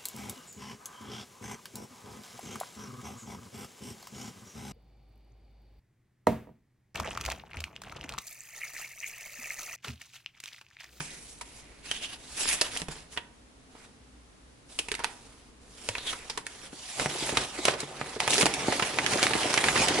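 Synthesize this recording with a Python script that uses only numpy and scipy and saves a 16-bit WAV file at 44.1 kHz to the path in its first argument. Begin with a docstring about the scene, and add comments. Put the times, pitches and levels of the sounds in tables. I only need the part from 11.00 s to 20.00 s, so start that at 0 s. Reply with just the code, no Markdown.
"""Stiff cards flick and hiss as hands shuffle them at a table in a small quiet room: their faces rub
as they slide, their edges click as they slip. Then the hands peel the sticker off a paper bag and
pull it open. The bag crackles, its creases snap and its panels pop over the air inside.
A camera's two microphones hear it close up, from just above the table."""
import sys
import numpy as np
from scipy import signal
from scipy.fft import rfft, irfft
from scipy.io import wavfile
from scipy.ndimage import uniform_filter1d

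SR = 44100
rng = np.random.default_rng(int(sys.argv[2]) if len(sys.argv) > 2 else 0)


def waveform_to_disk(signal):
    """Save audio, clipped to [-1, 1], as 16-bit WAV at the path in sys.argv[1]."""
    frames = np.transpose(np.atleast_2d(signal))
    scaled = np.clip(frames, -1, 1) * 32767
    samples = np.round(scaled).astype(np.int16)
    wavfile.write(sys.argv[1], SR, samples)


N = 396900  # 9 s
HAND_CLOCK = np.arange(0, N, 64)  # hand movements are slow: one point every 64 samples


def amp(db):
    """Decibels to gain."""
    return 10 ** (np.asarray(db) / 20)


def unit(x):
    """Scales to rms 1."""
    return x / np.sqrt(np.mean(x ** 2) + 1e-20)


def bins(size):
    """The frequencies of a spectrum, in Hz."""
    return np.fft.rfftfreq(size, 1 / SR)


def read(points, hz):
    """Reads a table on a log-frequency axis."""
    freq_hz, value = np.transpose(points)
    return np.interp(np.log(hz + 1), np.log(freq_hz + 1), value)


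def shaped(x, gain):
    """Filters by a gain for each frequency."""
    return irfft(rfft(x) * gain, x.shape[-1])


def causal(db):
    """A response with this colour that rings only after the blow."""
    cepstrum = irfft(db * np.log(10) / 20)
    half = len(cepstrum) // 2
    cepstrum[1:half] *= 2
    cepstrum[half + 1:] = 0
    return np.exp(rfft(cepstrum))


def bump(hz, centre_hz, width_hz):
    """A resonance peak of height 1."""
    return 1 / (1 + (2 * (hz - centre_hz) / width_hz) ** 2)


def colour_of(spectrum, modes, hz):
    """A broad spectrum with its resonances, in dB."""
    return read(spectrum, hz) + sum(db * bump(hz, centre, width) for centre, width, db in modes)


# How alike close paper sounds at the two microphones, 0 to 1: freq_hz, likeness
PAPER_LIKENESS = [(300, 0.96), (1000, 0.68), (3000, 0.46), (9000, 0.21)]
def mic_pair(x, likeness=PAPER_LIKENESS):
    """Two unrelated signals become left and right, alike in the bass."""
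    shared, separate = rfft(x)
    same = read(likeness, bins(x.shape[1]))
    left = same * shared + np.sqrt(1 - same ** 2) * separate
    return irfft(np.array([left, shared]), x.shape[1])


# Still air in the room, giving way to microphone hiss in the treble: freq_hz, level_db
ROOM_TONE_SPECTRUM = [(13, -53), (22, -35), (48, 4), (81, -8), (139, -5), (163, -11), (253, -3.5),
                      (346, -12), (461, -10), (498, -14), (11000, -27.5), (14300, -90), (22000, -120)]
# Both microphones share the air, but each has its own hiss: freq_hz, likeness
ROOM_TONE_LIKENESS = [(80, 0.95), (250, 0.59), (700, 0)]
def room_tone(air_db=-56.5, drone_hz=58.7, drone_width_hz=12, drone_db=-66):
    """Still room air, a low drone from the building and microphone hiss."""
    hz = bins(N)
    noise = mic_pair(rng.standard_normal((2, N)), ROOM_TONE_LIKENESS)
    air = unit(shaped(noise, amp(read(ROOM_TONE_SPECTRUM, hz))))
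    drone = unit(shaped(rng.standard_normal(N), bump(hz, drone_hz, drone_width_hz) ** 2))
    return amp(air_db) * air + amp(drone_db) * drone


# The small room's decay, heard from the table: freq_hz, t60_s
ROOM_DECAY = [(150, 0.66), (1000, 0.51), (4000, 0.26), (10000, 0.42)]
def room_echo(x, early_db=-15.5, early_s=0.004, tail_db=-13, tail_rise_s=0.0089):
    """Table and body throw the sound back at once; the walls add a short tail."""
    t = np.arange(SR * 3 // 4) / SR
    hz, frame_s, noise = signal.stft(rng.standard_normal((2, len(t))), SR, nperseg=256)
    decay = amp(-60 * frame_s / read(ROOM_DECAY, hz)[:, None])
    tail = signal.istft(noise * decay, SR, nperseg=256)[1][:, :len(t)]
    tail *= np.clip(t / tail_rise_s, 0, 1)
    early = rng.standard_normal(tail.shape) * (rng.random(tail.shape) < .06)  # sparse reflections
    early *= (t > .004) * np.exp(-t / early_s)
    echo = mic_pair(amp(tail_db) * unit(tail) + amp(early_db) * unit(early)) / np.sqrt(len(t))
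    return signal.fftconvolve(x, echo, axes=1)[:, :N]


def friction(patchy_db=2.5, judder_db=1.5):
    """Fibres drag over fibres; the contact judders and its colour shifts as the sheet bends."""
    noise = signal.stft(mic_pair(rng.standard_normal((2, N))), nperseg=512)[2]
    patches = uniform_filter1d(rng.standard_normal(noise.shape[1:]), size=7, axis=0)  # across frequency
    patches = unit(uniform_filter1d(patches, size=10, axis=1))  # across time
    judder = unit(uniform_filter1d(rng.standard_normal(noise.shape[2]), size=3))
    contact = amp(patchy_db * patches + judder_db * judder)
    return unit(signal.istft(noise * contact, nperseg=512)[1][:, :N])


def buckle(give_s, flutter_db=-4, first_slip=5.8, flutter_s=0.0071, travel_s=.00012, size=4096):
    """A crease gives in a run of tiny slips; bending waves then flutter through the sheet."""
    t = np.arange(size) / SR
    slips = rng.standard_normal((2, size)) * np.exp(-(t / give_s) ** 2)
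    slips[0, 0] = first_slip
    slips /= np.linalg.norm(slips, axis=1, keepdims=True)
    flutter = 0.089 * amp(flutter_db) * rng.standard_normal((2, size))
    flutter *= np.exp(-t / (flutter_s + give_s / 2))
    # bending waves disperse: the treble arrives first; travel_s holds at 1 kHz
    dispersion = np.exp(-4j * np.pi * travel_s * np.sqrt(1000 * bins(size)))
    return shaped(mic_pair(slips + flutter), dispersion)


def crackle(per_s=480, spread_db=4.0, ring_db=13, pitches=32, size=2048):
    """Countless small creases of many pitches give way at random."""
    out, hz = np.zeros((2, N)), bins(size)
    for ring_hz in np.geomspace(250, 9000, pitches):
        blow = buckle(give_s=rng.uniform(0.00012, 0.0022), size=size)
        grain = shaped(blow, causal(ring_db * bump(hz, ring_hz, 0.32 * ring_hz)))
        onsets = rng.random(N) < per_s / pitches / SR
        train = onsets * amp(spread_db * np.minimum(rng.exponential(1, N), 3))
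        out += signal.oaconvolve(train[None], unit(grain), axes=1)[:, :N]
    return unit(out)


# Where paper sounds hollow, full and crisp: body_hz, middle_hz, edge_hz
ZONE_CENTRES = [400, 1700, 7000]
def zones(hz):
    """Three overlapping ranges of a paper sound: body, middle, edge."""
    return np.array([read(list(zip(ZONE_CENTRES, row)), hz) for row in np.eye(3)])


def sheet(drive, colour_db, gains):
    """A driven sheet sounds its body, middle and edge, each with its own gain."""
    return sum(gain * unit(shaped(drive, zone * amp(colour_db)))
               for zone, gain in zip(zones(bins(N)), gains))


def snaps(rows, spectrum, modes, ring_db, trim_db, flutter_db, wide_db_per_octave=4.0, size=4096):
    """Each snap rings its own panel; wide panels sound hollow, tight creases crisp."""
    out, hz = np.zeros((2, N + size)), bins(size)
    zone, paper_db = zones(hz), colour_of(spectrum, modes, hz)
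    for start_s, level_db, body_db, edge_db, ring_hz, give_s in rows:
        # wide panels, ringing below 1 kHz, pump the air better
        peak_db = ring_db + wide_db_per_octave * np.log2(max(1000 / ring_hz, 1))
        colour_db = paper_db + peak_db * bump(hz, ring_hz, width_hz=0.34 * ring_hz + 40)
        blow = buckle(max(give_s, 1e-4), flutter_db)
        wanted_db = level_db + trim_db + np.array([body_db, 0, edge_db])
        for _ in range(2):  # a range's level is its energy spread over 10 ms
            ranges = shaped(blow[:, None], zone * amp(colour_db))
            power = (ranges ** 2).sum(2).mean(0) / (SR / 100)
            colour_db = colour_db + (wanted_db - 10 * np.log10(power)) @ zone
        start = round(start_s * SR)
        out[:, start:start + size] += shaped(blow, causal(colour_db))
    return out[:, :N]


def stroke(start_s, length_s, effort_db, swell_db, rise_db_per_s=583, fade_db_per_s=385):
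    """The power of one hand movement: it sets in, swells or eases, and stops."""
    t = HAND_CLOCK / SR - start_s
    progress = np.clip(t / length_s, 0, 1)
    resting_db = rise_db_per_s * np.maximum(-t, 0) + fade_db_per_s * np.maximum(t - length_s, 0)
    return amp(effort_db + swell_db * (progress - .5) - resting_db) ** 2


def envelope(power):
    """Power on the hand clock to a gain for each sample."""
    return np.interp(np.arange(N), HAND_CLOCK, np.sqrt(power))


# The note of one card on another, level relative to the effort: time_s, pitch_hz, level_db
CARD_NOTE_PATH = [(.6, 2310, 1), (.72, 2160, 3.5), (.84, 2300, -0.5), (.93, 3140, 4.5), (1.05, 2980, 9),
                  (1.3, 2900, -17), (1.5, 2340, 1), (2, 2750, -53), (4.8, 3080, -18), (5.02, 3720, 5.5),
                  (5.1, 3280, 8), (5.2, 3430, -41)]
def card_note(width_hz=950):
    """Friction excites a resonance of the sliding card that shifts with the grip."""
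    time_s, *columns = np.transpose(CARD_NOTE_PATH)
    pitch_hz, level_db = [np.interp(np.arange(N) / SR, time_s, column) for column in columns]
    carrier = np.exp(2j * np.pi * np.cumsum(pitch_hz) / SR)
    pole = np.exp(-np.pi * width_hz / SR)
    # shift down, low-pass, shift back: a resonance that follows the pitch
    lowered = friction(patchy_db=0.0) / carrier
    ring = carrier * signal.lfilter([(1 - pole) ** 2], [1, -2 * pole, pole * pole], lowered)
    return amp(level_db) * unit(ring.real)


# The colour of stiff card, close up: freq_hz, level_db
CARD_SPECTRUM = [(53, -5), (90, -13), (326, -8), (572, -10), (1410, -8.5), (2430, -6), (11000, -7),
                 (14300, -121), (22000, -120)]
# A card slides over another or under the fingers; edge is relative to effort:
# start_s, length_s, effort_db, swell_db, edge_db
SLIDE_STROKES = [(0, 0.19, -54.5, -7.5, 8.5), (0.213, 0.18, -66, -6, 14.5), (0.455, 0.15, -64.5, 4, 11.5),
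                 (0.627, 0.39, -65, -1, 2), (0.853, 0.12, -49, 5.5, 3.5), (1.025, 0.023, -46.5, 3, 6),
                 (1.093, 0.047, -50, 4, 1), (1.195, 0.16, -55.5, 10, 6), (1.378, 0.058, -39.5, 4.5, 7.5),
                 (1.482, 0.055, -35.5, 1.5, 8), (1.577, 0.089, -41.5, 7, -0.5), (1.717, 0.083, -43, 0.5, 3),
                 (1.919, 0.16, -55.5, -20, 1), (2.128, 0.025, -56, -4, 6.5), (2.71, 0.14, -62, 9.5, 0),
                 (2.867, 0.075, -73, -8, 2), (3.705, 0.25, -61.5, -4.5, 7.5), (3.985, 0.095, -48.5, 1, -8),
                 (4.107, 0.38, -64, -10, 4.5), (4.618, 0.27, -61.5, 21, 8), (4.913, .12, -51, -1, 1),
                 (5.071, 0.034, -40.5, 1.5, 5), (5.16, 0.24, -51.5, -5, -1), (5.468, 0.2, -53, 4.5, 1.5)]
def card_slides(hiss, grains, crackle_share=0.19, holding_db=-88, gentle_db=-60, trim_db=-1):
    """Friction and a little crackle sound through the cards; brisk slides are brighter."""
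    powers = np.array([stroke(*row[:4]) for row in SLIDE_STROKES])
    *_, edge_db = np.transpose(SLIDE_STROKES)
    holding = amp(holding_db) ** 2  # fingers merely holding a card
    effort = envelope(powers.sum(0) + holding)
    body = amp(gentle_db) * (effort / amp(gentle_db)) ** 0.49  # gains only part of any further effort
    middle = amp(trim_db) * effort
    edge = amp(trim_db) * envelope(amp(edge_db) ** 2 @ powers + holding)
    drive = np.sqrt(1 - crackle_share) * hiss + np.sqrt(crackle_share) * grains
    return effort * card_note() + sheet(drive, read(CARD_SPECTRUM, bins(N)), (body, middle, edge))


# Resonances of a flicked card: pitch_hz, width_hz, boost_db
FLICK_MODES = [(420, 200, 7), (944, 57, 9.5), (1854, 52, 4.5), (2630, 120, 4.5)]
# A low thump as the sound begins, then card edges flicking near the microphones; body and edge are relative to
# level: # start_s, level_db, body_db, edge_db, ring_hz, give_s
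EDGE_FLICKS = [(.004, -37.5, 1, -6.5, 165, 0.0046), (.411, -41.5, -7.5, 0.5, 1030, 0.012),
               (.9134, -31.5, -14, -1, 3130, 0.0016), (1.456, -37.5, -4, -8, 3300, 0.0013),
               (1.6122, -32.5, -5, 9, 4450, 0.0037), (1.6166, -28.5, -5.5, 1.5, 584, 0.0024),
               (1.7645, -38, -10, -8, 2240, 0.00043), (1.7716, -41, -30, 8, 3170, 0.0044),
               (1.818, -39, 2.5, 0, 162, 0.00094), (1.8842, -42.5, 7.5, -2, 144, 0.005),
               (2.166, -47, -5, -8, 5470, .0026), (2.1743, -30, -11, -10.5, 3120, 0.0061),
               (2.752, -57, 5, -16, 900, 0.0065), (3.789, -30.5, -10, 1.5, 2750, 0.0066),
               (3.885, -39, -5.5, -2.5, 2480, 0.0053), (3.9168, -32, -4, -1.5, 436, .0028),
               (3.941, -38, -10, -4, 3930, .002), (3.951, -38.5, -17, -1, 2120, 0.0015),
               (3.992, -41.5, -4, -4, 990, 0.0063), (4.001, -41, -4, -22, 1050, 0.0036),
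               (4.038, -39, -5.5, -2, 494, 0.01), (4.0444, -27.5, -13.5, -4.5, 800, 0.00016),
               (4.889, -32, -4.5, 0.5, 610, 0.00042), (4.893, -50.5, 10, -8, 105, 0.0066),
               (4.952, -32.5, -14, -11, 2430, 0.0023), (4.982, -38, -10.5, -5.5, 4020, .004),
               (5.128, -36, -9, -5, 1140, 0.012), (5.298, -38, -6, 3, 4850, 0.0091),
               (5.3752, -34, -5, -2, 1020, 0.0051), (5.467, -37.5, -15, -2, 1700, 0.00021)]
def card_flicks():
    """An edge slips free with a click that rings the card."""
    return snaps(EDGE_FLICKS, CARD_SPECTRUM, FLICK_MODES, ring_db=11.0, trim_db=0.6, flutter_db=-4.0)


def bag_flexing(per_s=45, decay_cycles=0.36, pitches=12, size=2048):
    """Broad panels of the bag flip in and out with dull, quickly damped knocks."""
    out, t = np.zeros(N), np.arange(size) / SR
    for hz in np.geomspace(240, 560, pitches):
        knock = unit(np.sin(2 * np.pi * hz * t) * t * np.exp(-hz * t / decay_cycles))
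        flips = (rng.random(N) < per_s / pitches / SR) * rng.uniform(-0.85, 1, N)
        out += signal.oaconvolve(flips, knock)[:N]
    return unit(out)


# The colour of the paper bag, close up: freq_hz, level_db
BAG_SPECTRUM = [(24, -70), (40, -14), (100, -8.5), (136, -8.5), (193, -5), (364, -4.5), (611, -4.5),
                (1640, -11), (2230, -9), (11000, -16), (14300, -112), (22000, -120)]
# Resonances of the air in the bag and its broad panels: pitch_hz, width_hz, boost_db
BAG_MODES = [(138.6, 14, 9.5), (371.4, 32, 7.5), (763, 41, 4), (900, 42, 2.5)]
# Hands press, peel and pull the bag at the table; body and edge are relative to effort:
# start_s, length_s, effort_db, swell_db, body_db, edge_db, crackle_share
PULL_STROKES = [(5.734, 0.32, -51, 13.5, -20, 7.5, 0.07), (5.994, 0.031, -39.5, 0.5, 2, 3, 0.25),
                (6.095, 0.21, -40, 3.5, -4.5, 3, 0.2), (6.317, 0.12, -39, 3.5, -2.5, -0.5, 0.15),
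                (6.44, 0.26, -43, 9.5, -7, 0.5, 0.01), (6.673, 0.072, -38, -1.5, -3, -8, 0.4),
                (6.788, 0.047, -42.5, 3.5, -11, -3, 0.13), (6.876, 0.29, -47.5, 6.5, -1.5, -2, 0.28),
                (7.211, 0.087, -38.5, -3.5, -4, -3, 0.4), (7.311, 0.04, -35, 2, -0.5, 8.5, 0.87),
                (7.37, 0.047, -38, 5, 3, 9, 0.6), (7.469, 0.19, -38, 6.5, -2, -3.5, 0.15),
                (7.673, 0.22, -38.5, -3, -5, 1, 0.12), (7.872, 0.24, -39, 4.5, -1, -2, 0.2),
                (8.113, 0.56, -33.5, -0.5, -4, -1.5, 0.34), (8.665, 0.18, -31.5, 4, -3, 0, 0.08),
                (8.872, 0.14, -30.5, 1.5, -1, -5.5, 0.48)]
def bag_pulls(hiss, grains, flex_db=-23, trim_db=-1):
    """Friction and crackle sound through the flexing bag; the tearing sticker crackles most."""
    powers = np.array([stroke(*row[:4]) for row in PULL_STROKES])
    *_, body_db, edge_db, shares = np.transpose(PULL_STROKES)
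    total = powers.sum(0) + 1e-20
    crackle_share = np.clip(shares @ powers / total, 0, 1)
    drive = envelope(1 - crackle_share) * hiss + envelope(crackle_share) * grains
    drive += amp(flex_db) * bag_flexing()
    body = envelope(amp(body_db + trim_db) ** 2 @ powers)
    middle = amp(trim_db) * envelope(total)
    edge = envelope(amp(edge_db) ** 2 @ powers)
    return sheet(drive, colour_of(BAG_SPECTRUM, BAG_MODES, bins(N)), (body, middle, edge))


# Creases snapping near the microphones; body and edge are relative to level:
# start_s, level_db, body_db, edge_db, ring_hz, give_s
CREASE_SNAPS = [(5.9974, -29, -5.5, -5.5, 2410, 0.0017), (6.0597, -29, 1, -10.5, 1600, 0.00041),
                (6.293, -33, -4, -8, 560, 0.0039), (6.371, -22.5, -7, -3, 3440, 0.0065),
                (6.6529, -26.5, -3, 3.5, 2560, 0.0031), (6.682, -21, -1.5, -9, 790, 0.0049),
                (6.804, -43.5, -5, 10.5, 2580, 0.0028), (7.0134, -32, -2.5, -15.5, 2160, 0.00051),
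                (7.2031, -26.5, -11, -2, 2770, 0.00066), (7.2776, -26.5, -5, -2.5, 1000, 0.00027),
                (7.3325, -28, -14, -3, 2970, 0.0015), (7.381, -27, -33, -2, 5170, 0.00046),
                (7.41, -26, -9, 1.5, 2330, 0.0048), (7.4205, -27.5, -18, 0, 4000, 0.0028),
                (7.428, -26, 4, -9, 193, 0.0045), (7.457, -25.5, 0, 0.5, 310, 0.0019),
                (7.464, -26, -3, -2, 780, 0.0053), (7.539, -35.5, -20, 6, 2560, 0.0025),
                (7.723, -27, -2.5, -6, 545, 0.013), (7.796, -26, -11, -10, 1230, .004),
                (7.823, -25, -4.5, -6.5, 2580, 0.014), (7.9865, -22.5, -13.5, -10, 1990, 0.0023),
                (8.0633, -25, -29, -5, 2020, 0.000085), (8.134, -34.5, -6, 1, 5600, .003),
                (8.229, -25, -3.5, 1.5, 3400, 0.0012), (8.235, -25.5, -8.5, -1.5, 2260, 0.013),
                (8.268, -24, -21, -9, 1230, .0007), (8.335, -26, -25, -10, 2680, .0004),
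                (8.541, -26.5, -10, 0, 5740, 0.00068), (8.576, -21.5, -9, -6, 2140, 0.0044),
                (8.640, -23, -7, -6.5, 2240, 0.0057), (8.685, -20.5, -14, -11, 2190, 0.0044),
                (8.757, -22.5, -5.5, -10, 1900, 0.016), (8.775, -26.5, -9, -4, 1700, 0.0097),
                (8.884, -28.5, -8, 2.5, 3170, 0.003)]
# Broad panels popping in or out: start_s, level_db, ring_hz
PANEL_POPS = [(5.729, -52.5, 279), (6.152, -46, 350), (6.223, -45, 290), (6.324, -43, 368),
              (6.588, -42, 322), (6.831, -45.5, 340), (7.164, -45, 415), (7.683, -32, 710),
              (8.156, -37.5, 485), (8.353, -35.5, 370), (8.456, -38, 420), (8.907, -37.5, 306)]
def bag_snaps(pop_body_db=10.5, pop_edge_db=-16, pop_give_s=0.0043):
    """Creases snap over the air in the bag; its broad panels pop, hollow and dull."""
    pops = [(start_s, level_db, pop_body_db, pop_edge_db, ring_hz, pop_give_s)
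            for start_s, level_db, ring_hz in PANEL_POPS]
    return snaps(CREASE_SNAPS + pops, BAG_SPECTRUM, BAG_MODES, ring_db=4.5, trim_db=-0.3, flutter_db=-3)


# The paper's balance at the microphones, just above the table: freq_hz, left_minus_right_db
MIC_BALANCE = [(400, 0), (1900, -3), (4000, -2.5), (9000, -1)]
def scene(left_lag_s=.00003):
    """Cards, then the bag, lie a little to the right: louder and earlier on that side."""
    hiss, grains, hz = friction(), crackle(), bins(N)
    cards = card_slides(hiss, grains) + card_flicks()
    bag = bag_pulls(hiss, grains) + bag_snaps()
    paper = cards + bag
    lean_db = read(MIC_BALANCE, hz) / 2
    left = amp(lean_db) * np.exp(-2j * np.pi * hz * left_lag_s)
    right = amp(-lean_db)
    return shaped(paper + room_echo(paper), np.array([left, right])) + room_tone()


def record(dry, cutoff_hz=11250):
    """The camera's band limit cuts the top of the treble."""
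    lowpass = signal.firwin(401, cutoff_hz, window=("kaiser", 7), fs=SR)
    return signal.oaconvolve(dry, lowpass[None], "same")


dry = scene()
out = record(dry)
waveform_to_disk(out)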